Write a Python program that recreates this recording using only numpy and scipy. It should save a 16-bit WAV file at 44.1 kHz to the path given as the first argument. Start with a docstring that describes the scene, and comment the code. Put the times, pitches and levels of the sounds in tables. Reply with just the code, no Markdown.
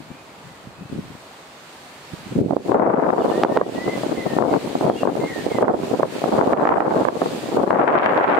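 """Wind and birdsong over a pasture

Three long gusts and many short puffs carry eddies over two microphone ports: random pressure swings,
quicker and higher as the wind stiffens, with single hard thumps, slow swells and two knocks.
Coloured noise and ticks make the grass hiss, noise makes the trees murmur, gliding sines the birdsong.
A limiter clamps the strong gusts, so the grass and the birds duck under them."""
import sys
import numpy as np
from scipy import signal
from scipy.fft import rfft, irfft, next_fast_len
from scipy.io import wavfile
from scipy.ndimage import uniform_filter1d, minimum_filter1d, map_coordinates

SR = 44100
rng = np.random.default_rng(int(sys.argv[2]) if len(sys.argv) > 2 else 0)


def dump_mix(stems):
    """Bounce the given channels to the path in sys.argv[1] as a 16-bit WAV at rate SR."""
    frames = np.atleast_2d(stems).T  # one column per channel
    limited = np.clip(frames, -1, 1)  # hard clip at full scale
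    pcm = np.round(limited * 32767).astype(np.int16)
    wavfile.write(sys.argv[1], SR, pcm)


N = 369999

# Lean is left minus right, set before the sides mix; levels are set before the limiter.
# wind under the puffs, a lull then three long gusts: start_s, relative_strength_db
WIND = [(0, -52), (1.15, -51), (1.3, -72), (2.05, -58), (2.3, -31), (2.66, -26), (2.74, -5), (2.85, 0),
        (3.02, -4), (3.36, -21), (3.75, -26), (4.7, -27), (5.33, -31.5), (6.15, -29), (6.3, -20),
        (6.72, -2), (6.98, -14), (7.15, -23), (7.45, -30), (7.76, -4), (7.97, -1), (8.17, -6), (8.26, -4),
        (8.39, -6)]
# veering of the wind from port to port: start_s, lean_db
VEER = [(2.3, -1), (2.9, 6.5), (3.6, -3), (4.3, 2), (5.5, 0.5), (6.7, 0), (7.3, 0.5), (7.7, 4.5), (8.39, 1)]
# short puffs: crest_s, length_s, relative_strength_db, lean_db
PUFFS = [(0.0, .07, -37, 12), (0.128, .06, -34, 19), (0.683, .06, -36, -12), (0.831, .09, -34.5, 10),
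         (0.97, .13, -26, 1), (1.1, .14, -37, 7), (2.138, .035, -30, -12), (2.415, .11, -9, 0.5),
         (2.516, .11, -9, -8.5), (3.477, .14, -14, 0.5), (3.6, .11, -12, -4), (3.891, .1, -24, 2),
         (4.104, .07, -22, 5), (4.284, .1, -23, 10), (4.428, .12, -9, 8), (4.529, .09, -11, 7),
         (4.878, .13, -14, 1.5), (5.078, .11, -14, 3.5), (5.218, .1, -19.5, 3.5), (5.382, .05, -25, -1),
         (5.493, 0.1103, -20, -6), (5.675, .15, -5, -1.5), (5.82, .05, -19, 0), (5.931, .08, -18, 2),
         (6.023, .07, -11, -4), (6.419, .09, -12, 5), (6.545, .08, -8, 2), (7.075, 0.0591, -13, -12),
         (7.221, .08, -24, -6), (7.59, .11, -14, 2)]
# reference eddy pitch in a wind of strength BREEZE_DB: start_s, pitch_hz
EDDY_PITCH = [(0, 215), (1.0, 194.9), (2.42, 190.2), (2.58, 349.7), (3.05, 464.7), (4.1, 414.9),
              (5.25, 394.8), (5.9, 410.2), (6.5, 469.9), (7.05, 490.2), (7.55, 420.1), (8.15, 650.1)]
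# single hard eddies: centre_s, size_db, lean_db
THUMPS = [(2.389, -1, -1), (2.509, 5, -18), (2.567, 4.5, -4), (2.719, 3.5, 21), (2.745, 4, -5),
          (3.104, 6.5, 5), (3.449, 6.5, -5.5), (3.614, 7, -1), (4.035, -9, 10), (4.387, 4, 5),
          (4.424, 5, 13), (4.539, 2, 1), (4.754, -3, 1.5), (4.811, -7, 4), (4.899, 2, -0.5),
          (5.033, -0.5, 14), (5.054, -4, 4), (5.074, 3.5, 2.5), (5.154, -8.5, -8), (5.586, -1, -9),
          (5.627, 4.5, 8), (5.682, 9, -12), (6.032, 6, 0), (6.241, -3, 1), (6.412, 6.5, 3),
          (6.533, 12.5, -7), (6.654, 10, -4), (6.674, 11, -5), (6.691, 15.5, 3.5), (6.805, 13, -18),
          (7.052, 2.5, -17), (7.086, 6.5, -5), (7.218, -2.5, -0.5), (7.26, -6, 1), (7.707, 8, 7),
          (7.879, 13, 11.5), (8.061, 15, 5.5)]
# colour of a microphone port: frequency_hz, gain_db
PORT = [(40, -2), (200, 0), (700, 0), (1600, -2), (4000, 0)]
# likeness of the two sides at the ports: frequency_hz, correlation (0 to 1)
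PORT_ALIKE = [(60, .7), (130, .68), (260, .48), (500, .22), (1000, .05), (2000, 0)]
# relative spectrum of slow pressure swells: frequency_hz, density_db (per Hz)
SWELLS = [(15, 3), (30, -34), (60, -10.5), (110, 11), (170, 12.5), (300, -33)]
# sharp knocks on the microphone, alike on both sides: centre_s, thud_db, snap_db
KNOCKS = [(3.4355, 5, -3), (3.5729, 7.5, -9)]
# stirring of the grass, before flutter: start_s, rustle_db
RUSTLE = [(0, -48.5), (1, -48.5), (1.7, -44.5), (2.3, -43), (2.7, -40), (4.2, -39), (7.3, -37.5),
          (8.4, -42.5)]
# relative spectrum of the grass: frequency_hz, density_db (per Hz)
GRASS = [(200, -5.5), (700, 3), (1500, 2), (2200, 1.5), (3200, -0.5), (4500, -2), (5500, -8), (7500, -7),
         (9000, -10), (11000, -16.5), (13000, -16), (15500, -22)]
# likeness of the two sides for grass and trees: frequency_hz, correlation (0 to 1)
AIR_ALIKE = [(150, 1), (330, 0.9), (700, 0.7), (950, 0.3), (1500, 0.24), (3000, 0.034), (9000, 0)]
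# bird whistles, before echo: start_s, length_s, start_hz, end_hz, warble (share of pitch), level_db
WHISTLES = [(0.064, 0.16, 2250, 2510, .01, -57), (0.463, 0.117, 2010, 1930, .015, -58),
            (0.712, 0.25, 2560, 2630, 0.027, -58.5), (3.299, .11, 1710, 1930, 0.0055, -41.5),
            (3.48, 0.17, 1784, 1930, .008, -39), (3.75, 0.18, 1896, 2077, 0.007, -39),
            (3.88, 0.094, 2110, 1975, 0.0091, -38), (4.16, 0.099, 2090, 1940, 0.018, -38),
            (4.26, 0.15, 1843, 1810, 0.0092, -40), (4.46, .11, 2230, 2130, .025, -47),
            (4.87, 0.15, 3250, 3230, .03, -49), (4.951, 0.094, 2810, 2780, .028, -41.5),
            (5.2, .11, 2060, 2160, .014, -39), (5.271, 0.16, 1980, 1760, 0.029, -38.5),
            (5.496, 0.11, 2230, 1900, 0.023, -40)]
# falling two-part chirp, levels for the first of the trill: delay_s, length_s, start_hz, end_hz, level_db
CHIRP = [(0, 0.021, 3630, 3400, -45.5), (0.015, .024, 3040, 2730, -44.5)]
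# relative spectrum of the trees: frequency_hz, density_db (per Hz)
TREES = [(20, -21), (30, -16), (60, 2.5), (120, -2), (200, 1), (450, -0.5), (1000, 0), (1500, -7),
         (2200, -11), (4500, -21.5), (12000, -43)]
# low cut of the recorder: frequency_hz, gain_db
LOW_CUT = [(20, -21), (50, -12.5), (90, -6), (140, -3), (300, 0)]

BREEZE_DB = -15
DB_PER_OCTAVE = 43  # gain in wind strength that doubles the eddy pitch
THUMP_RATIO = 1.257  # a hard eddy is tighter, so higher, than those around it
TRILL_START_S, TRILL_PERIOD_S, TRILL_CHIRPS = 3.195, .091, 10
TRILL_FADE_DB = 1  # each chirp is this much fainter than the one before
ATTACK_S = .0035  # time constant of the limiter's gain
TOP_HZ = 15750  # band limit


def amp(db):
    """Logarithmic level: decibels to amplitude gain."""
    return 10 ** (np.asarray(db) / 20)


def unit(x):
    """Power normalisation: scale to rms 1."""
    return x / np.sqrt(np.mean(x ** 2) + 1e-20)


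def along(points, hz):
    """Logarithmic interpolation: read (Hz, value) points on a log frequency axis."""
    f, v = np.transpose(points)
    return np.interp(np.log(hz + 1), np.log(f + 1), v)


def curves(rows):
    """Linear interpolation in time: one value per sample for each column after the time."""
    s, *cols = np.transpose(rows)
    return [np.interp(np.arange(N) / SR, s, c) for c in cols]


def wobble(rate):
    """Band-limited random drift: a spline through `rate` random knots a second."""
    knots = rng.standard_normal(int(N * rate / SR) + 4)
    return map_coordinates(knots, [np.arange(N) * rate / SR])


def smooth(x, seconds):
    """Moving average: two equal running means make a triangular window."""
    size = max(int(seconds * SR), 1)
    return uniform_filter1d(uniform_filter1d(x, size), size)


def filtered(x, response):
    """Linear filtering: multiply the spectrum by a response of frequency."""
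    m = next_fast_len(N + 8192)
    return irfft(rfft(x, m) * response(np.fft.rfftfreq(m, 1 / SR)), m)[..., :N]


def sides(lean_db):
    """Level difference between sides: left and right gains of mean power 1."""
    g = amp(np.array([lean_db, -lean_db]) / 2).reshape(2, -1)
    return g / np.sqrt(np.mean(g ** 2, axis=0))


def blend(pair, spectrum, alike):
    """Partial coherence: colour two unrelated signals and let each leak into the other side."""
    def turn(hz):
        return np.arcsin(np.clip(along(alike, hz), -1, 1)) / 2

    own = filtered(pair, lambda hz: amp(along(spectrum, hz)) * np.cos(turn(hz)))
    leak = filtered(pair[::-1], lambda hz: amp(along(spectrum, hz)) * np.sin(turn(hz)))
    return own + leak


def patchy_noise(patchy_db):
    """Modulated noise: two noises of joint rms 1 with gain patches drifting over time and frequency."""
    spectra = signal.stft(rng.standard_normal((2, N)), nperseg=512)[2]
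    field = uniform_filter1d(rng.standard_normal(spectra.shape), size=7, axis=1)
    field = uniform_filter1d(field, size=14, axis=2)
    noise = signal.istft(spectra * amp(patchy_db * unit(field)), nperseg=512)[1]
    return unit(noise[:, :N])


def airflow():
    """Addition of powers: wind and puffs give port gains, strength in dB and eddy pitch."""
    t = np.arange(N) / SR
    power = (amp(curves(WIND)[0]) * sides(curves(VEER)[0])) ** 2
    for s, length, db, lean_db in PUFFS:
        near = slice(max(int((s - 2 * length) * SR), 0), int((s + 2 * length) * SR))
        bell = np.exp(-(2 * (t[near] - s) / length) ** 2)
        power[:, near] += (amp(db) * bell * sides(lean_db)) ** 2
    strength_db = 10 * np.log10(power.mean(axis=0))
    eddy_hz = curves(EDDY_PITCH)[0] * 2 ** ((strength_db - BREEZE_DB) / DB_PER_OCTAVE)
    return np.sqrt(power), strength_db, eddy_hz


def eddies(at, size, hz):
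    """Vortex passage: each is one pressure swing, its spectrum falling exponentially above its pitch."""
    k = np.arange(-300, 301)  # samples from the centre
    angle = np.arctan(np.pi * hz[:, None] * k / SR).astype(np.float32)
    phase = rng.uniform(0, 2 * np.pi, (len(at), 1)).astype(np.float32)
    swing = np.cos(angle) ** 3 * np.cos(3 * angle + phase) * np.hanning(len(k))
    # one spare sample at each end collects whatever falls outside
    where = np.clip(at[:, None] + k + 1, 0, N + 1)
    return np.bincount(where.ravel(), (size[:, None] * swing).ravel(), N + 2)[1:N + 1]


def stream(pitch, clump_db, per_cycle, scatter, size_db, clump_rate, sharp_share, sharp_ratio):
    """Advection: faster air brings more eddies over a port, in clumps; a few are tight and crackle."""
    passed = np.cumsum(pitch) * per_cycle / SR  # expected eddy count so far
    at = np.searchsorted(passed, rng.uniform(0, passed[-1], int(passed[-1])))
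    chance = np.clip(rng.standard_normal((len(at), 3)), -2, 2)
    # clumps level off at the top, with deep gaps between them
    clumps = np.minimum(1.35 * wobble(clump_rate), 1.5)
    size = amp(size_db * chance[:, 0] + (clump_db * clumps)[at])
    tight = rng.random(len(at)) < sharp_share * (pitch[at] / 600) ** 2
    hz = pitch[at] * np.exp(scatter * chance[:, 1]) * np.where(tight, sharp_ratio, 1)
    return eddies(at, size * np.where(tight, .6, 1), hz)


def buffeting(port_gain, strength_db, eddy_hz, level_db):
    """Turbulence on the ports: light wind comes in separate flaps, strong wind merges into a roar."""
    clump_db = np.interp(strength_db, [-19, -3], [5.6, 3.0])
    ports = np.array([
        stream(eddy_hz * 0.91, clump_db, per_cycle=1.6, scatter=0.16, size_db=3.5,
               clump_rate=75, sharp_share=.09, sharp_ratio=1.54)
        for _ in range(2)])
    # even out the running power, so that it follows the strength of the gust
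    ports /= np.sqrt(np.abs(smooth(ports ** 2, .06)) + 1e-9)
    return ports * port_gain * amp(level_db)


def slack(depth_db, lead_s, width_s):
    """Amplitude modulation: the small eddies thin out just ahead of each hard one."""
    t = np.arange(N) / SR
    dip = np.zeros(N)
    for s, _, _ in THUMPS:
        near = slice(int((s - .05) * SR), int((s + .05) * SR))
        dip[near] = np.maximum(dip[near], np.exp(-((t[near] - s + lead_s) / width_s) ** 2))
    return amp(depth_db * dip)


def thumps(eddy_hz, edge_db, edge_ratio, wake_db, wake_s):
    """Impact of a hard eddy, often on one port: a steep edge, the main swing, then a weaker wake."""
    s, size_db, lean_db = np.transpose(THUMPS)
    at = np.round(s * SR).astype(int)
    hz = THUMP_RATIO * eddy_hz[at]
    ports = []
    for size in amp(size_db) * sides(lean_db):
        edge = eddies(at, size * amp(edge_db), hz * edge_ratio)
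        main = eddies(at, size, hz)
        wake = eddies(at + int(wake_s * SR), size * amp(wake_db), hz * 0.92)
        ports.append(edge + main + wake)
    return np.array(ports)


def swells(strength_db, level_db, growth):
    """Large-scale turbulence: slow whorls add a rumble that grows less steeply than the buffeting."""
    rumble = unit(blend(patchy_noise(patchy_db=6), SWELLS, PORT_ALIKE))
    return rumble * amp(level_db + growth * strength_db)


def knocks(thud_hz, snap_hz, rebound_hz, rebound_db, rebound_s):
    """Impulse and rebound: a dull thud has a bright snap on its edge and a lower rebound."""
    s, thud_db, snap_db = np.transpose(KNOCKS)

    def swing(delay, db, hz):
        return eddies(np.round((s + delay) * SR).astype(int), amp(db), np.full(len(s), hz))

    thud = swing(0, thud_db, thud_hz)
    snap = swing(0, snap_db, snap_hz)
    return thud + snap + swing(rebound_s, thud_db + rebound_db, rebound_hz)


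def grass(tick_rate, tick_db, flutter_db):
    """Friction noise: countless blades rub into a hiss; nearer stalks tick against each other."""
    rustle_db, = curves(RUSTLE)
    struck = rng.random((2, N)) < tick_rate / SR
    ticks = struck * rng.standard_normal((2, N)) * amp(2.6 * wobble(6.6))
    rub = patchy_noise(patchy_db=1.13) + amp(tick_db) * unit(ticks)
    hiss = unit(blend(rub, GRASS, AIR_ALIKE))
    return hiss * amp(rustle_db + flutter_db * wobble(6.5)) * sides(lean_db=-1.6)


def bird(echo_db, echo_t60):
    """Frequency glides and reverberation: whistles and a second bird's trill, echoed off the trees."""
    song = np.zeros(N + SR)
    trill = [(TRILL_START_S + k * TRILL_PERIOD_S + delay, length, start_hz, end_hz, 0, db - k * TRILL_FADE_DB)
             for k in range(TRILL_CHIRPS) for delay, length, start_hz, end_hz, db in CHIRP]
    for s, length, start_hz, end_hz, warble, db in list(WHISTLES) + trill:
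        u = np.linspace(0, 1, int(length * SR))
        waver = map_coordinates(rng.standard_normal(64), [u * length * 120])  # 120 knots a second
        hz = (start_hz + (end_hz - start_hz) * u) * (1 + warble * waver)
        envelope = amp(db) * np.sqrt(2 * np.abs(np.sin(np.pi * u)))
        song[int(s * SR):][:len(u)] += envelope * np.sin(2 * np.pi * np.cumsum(hz) / SR)
    t = np.arange(SR // 2) / SR
    tail = rng.standard_normal((2, len(t))) * amp(-60 * t / echo_t60)
    echo = signal.fftconvolve(song[None, :N], tail / np.linalg.norm(tail[0]), axes=1)[:, :N]
    return song[:N] + amp(echo_db) * echo


def trees(level_db):
    """Broadband flow noise: the nearly steady murmur of wind in distant crowns."""
    murmur = unit(blend(patchy_noise(patchy_db=0.0), TREES, AIR_ALIKE))
    return murmur * amp(level_db + 0.82 * wobble(3))


def scene():
    """Superposition: wind and knocks at the microphone over the sounds of the field."""
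    port_gain, strength_db, eddy_hz = airflow()
    roar = buffeting(port_gain, strength_db, eddy_hz, level_db=1.0)
    roar = roar * slack(depth_db=-5, lead_s=0.0088, width_s=0.0085)
    blows = thumps(eddy_hz, edge_db=-27.5, edge_ratio=3.0, wake_db=-2, wake_s=0.00183)
    wind = blend(roar + blows, PORT, PORT_ALIKE) + swells(strength_db, level_db=-33.5, growth=0.37)
    taps = knocks(thud_hz=640, snap_hz=2040, rebound_hz=424, rebound_db=-0.5, rebound_s=.002)
    rustling = grass(tick_rate=250, tick_db=-10.5, flutter_db=1.0)
    song = bird(echo_db=-4, echo_t60=.4)
    return wind + taps + rustling + song + trees(level_db=-44.5)


def limiter(x, threshold_db, sense_s, attack_s, release_db_per_s):
    """Gain reduction by level: the louder side lowers both; the gain recovers at a steady rate."""
    level_db = 10 * np.log10(np.abs(smooth(x ** 2, sense_s)).max(axis=0) + 1e-12)
    excess_db = np.maximum(level_db - threshold_db, 0)
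    recovery = release_db_per_s * np.arange(N) / SR
    # hold the largest excess so far, less its recovery since
    cut_db = np.maximum.accumulate(excess_db + recovery) - recovery
    keep = np.exp(-1 / (attack_s * SR))
    return x * amp(-signal.lfilter([1 - keep], [1, -keep], cut_db))


def peak_guard(x, ceiling, hold_s):
    """Peak limiting: a quick dip of gain rounds off the peaks that slip past the limiter."""
    needed = ceiling / np.maximum(np.abs(x).max(axis=0), ceiling)
    return x * smooth(minimum_filter1d(needed, 2 * int(hold_s * SR) + 1), hold_s)


def record(dry):
    """Signal chain: limiter, low cut, peak guard and band limit."""
    held = limiter(dry, threshold_db=-12.0, sense_s=0.0034, attack_s=ATTACK_S, release_db_per_s=96.5)
    trimmed = filtered(held, lambda hz: amp(along(LOW_CUT, hz)))
    guarded = peak_guard(trimmed, ceiling=.98, hold_s=.0006)
    return filtered(guarded, lambda hz: hz < TOP_HZ)


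dry = scene()
out = record(dry)
dump_mix(out)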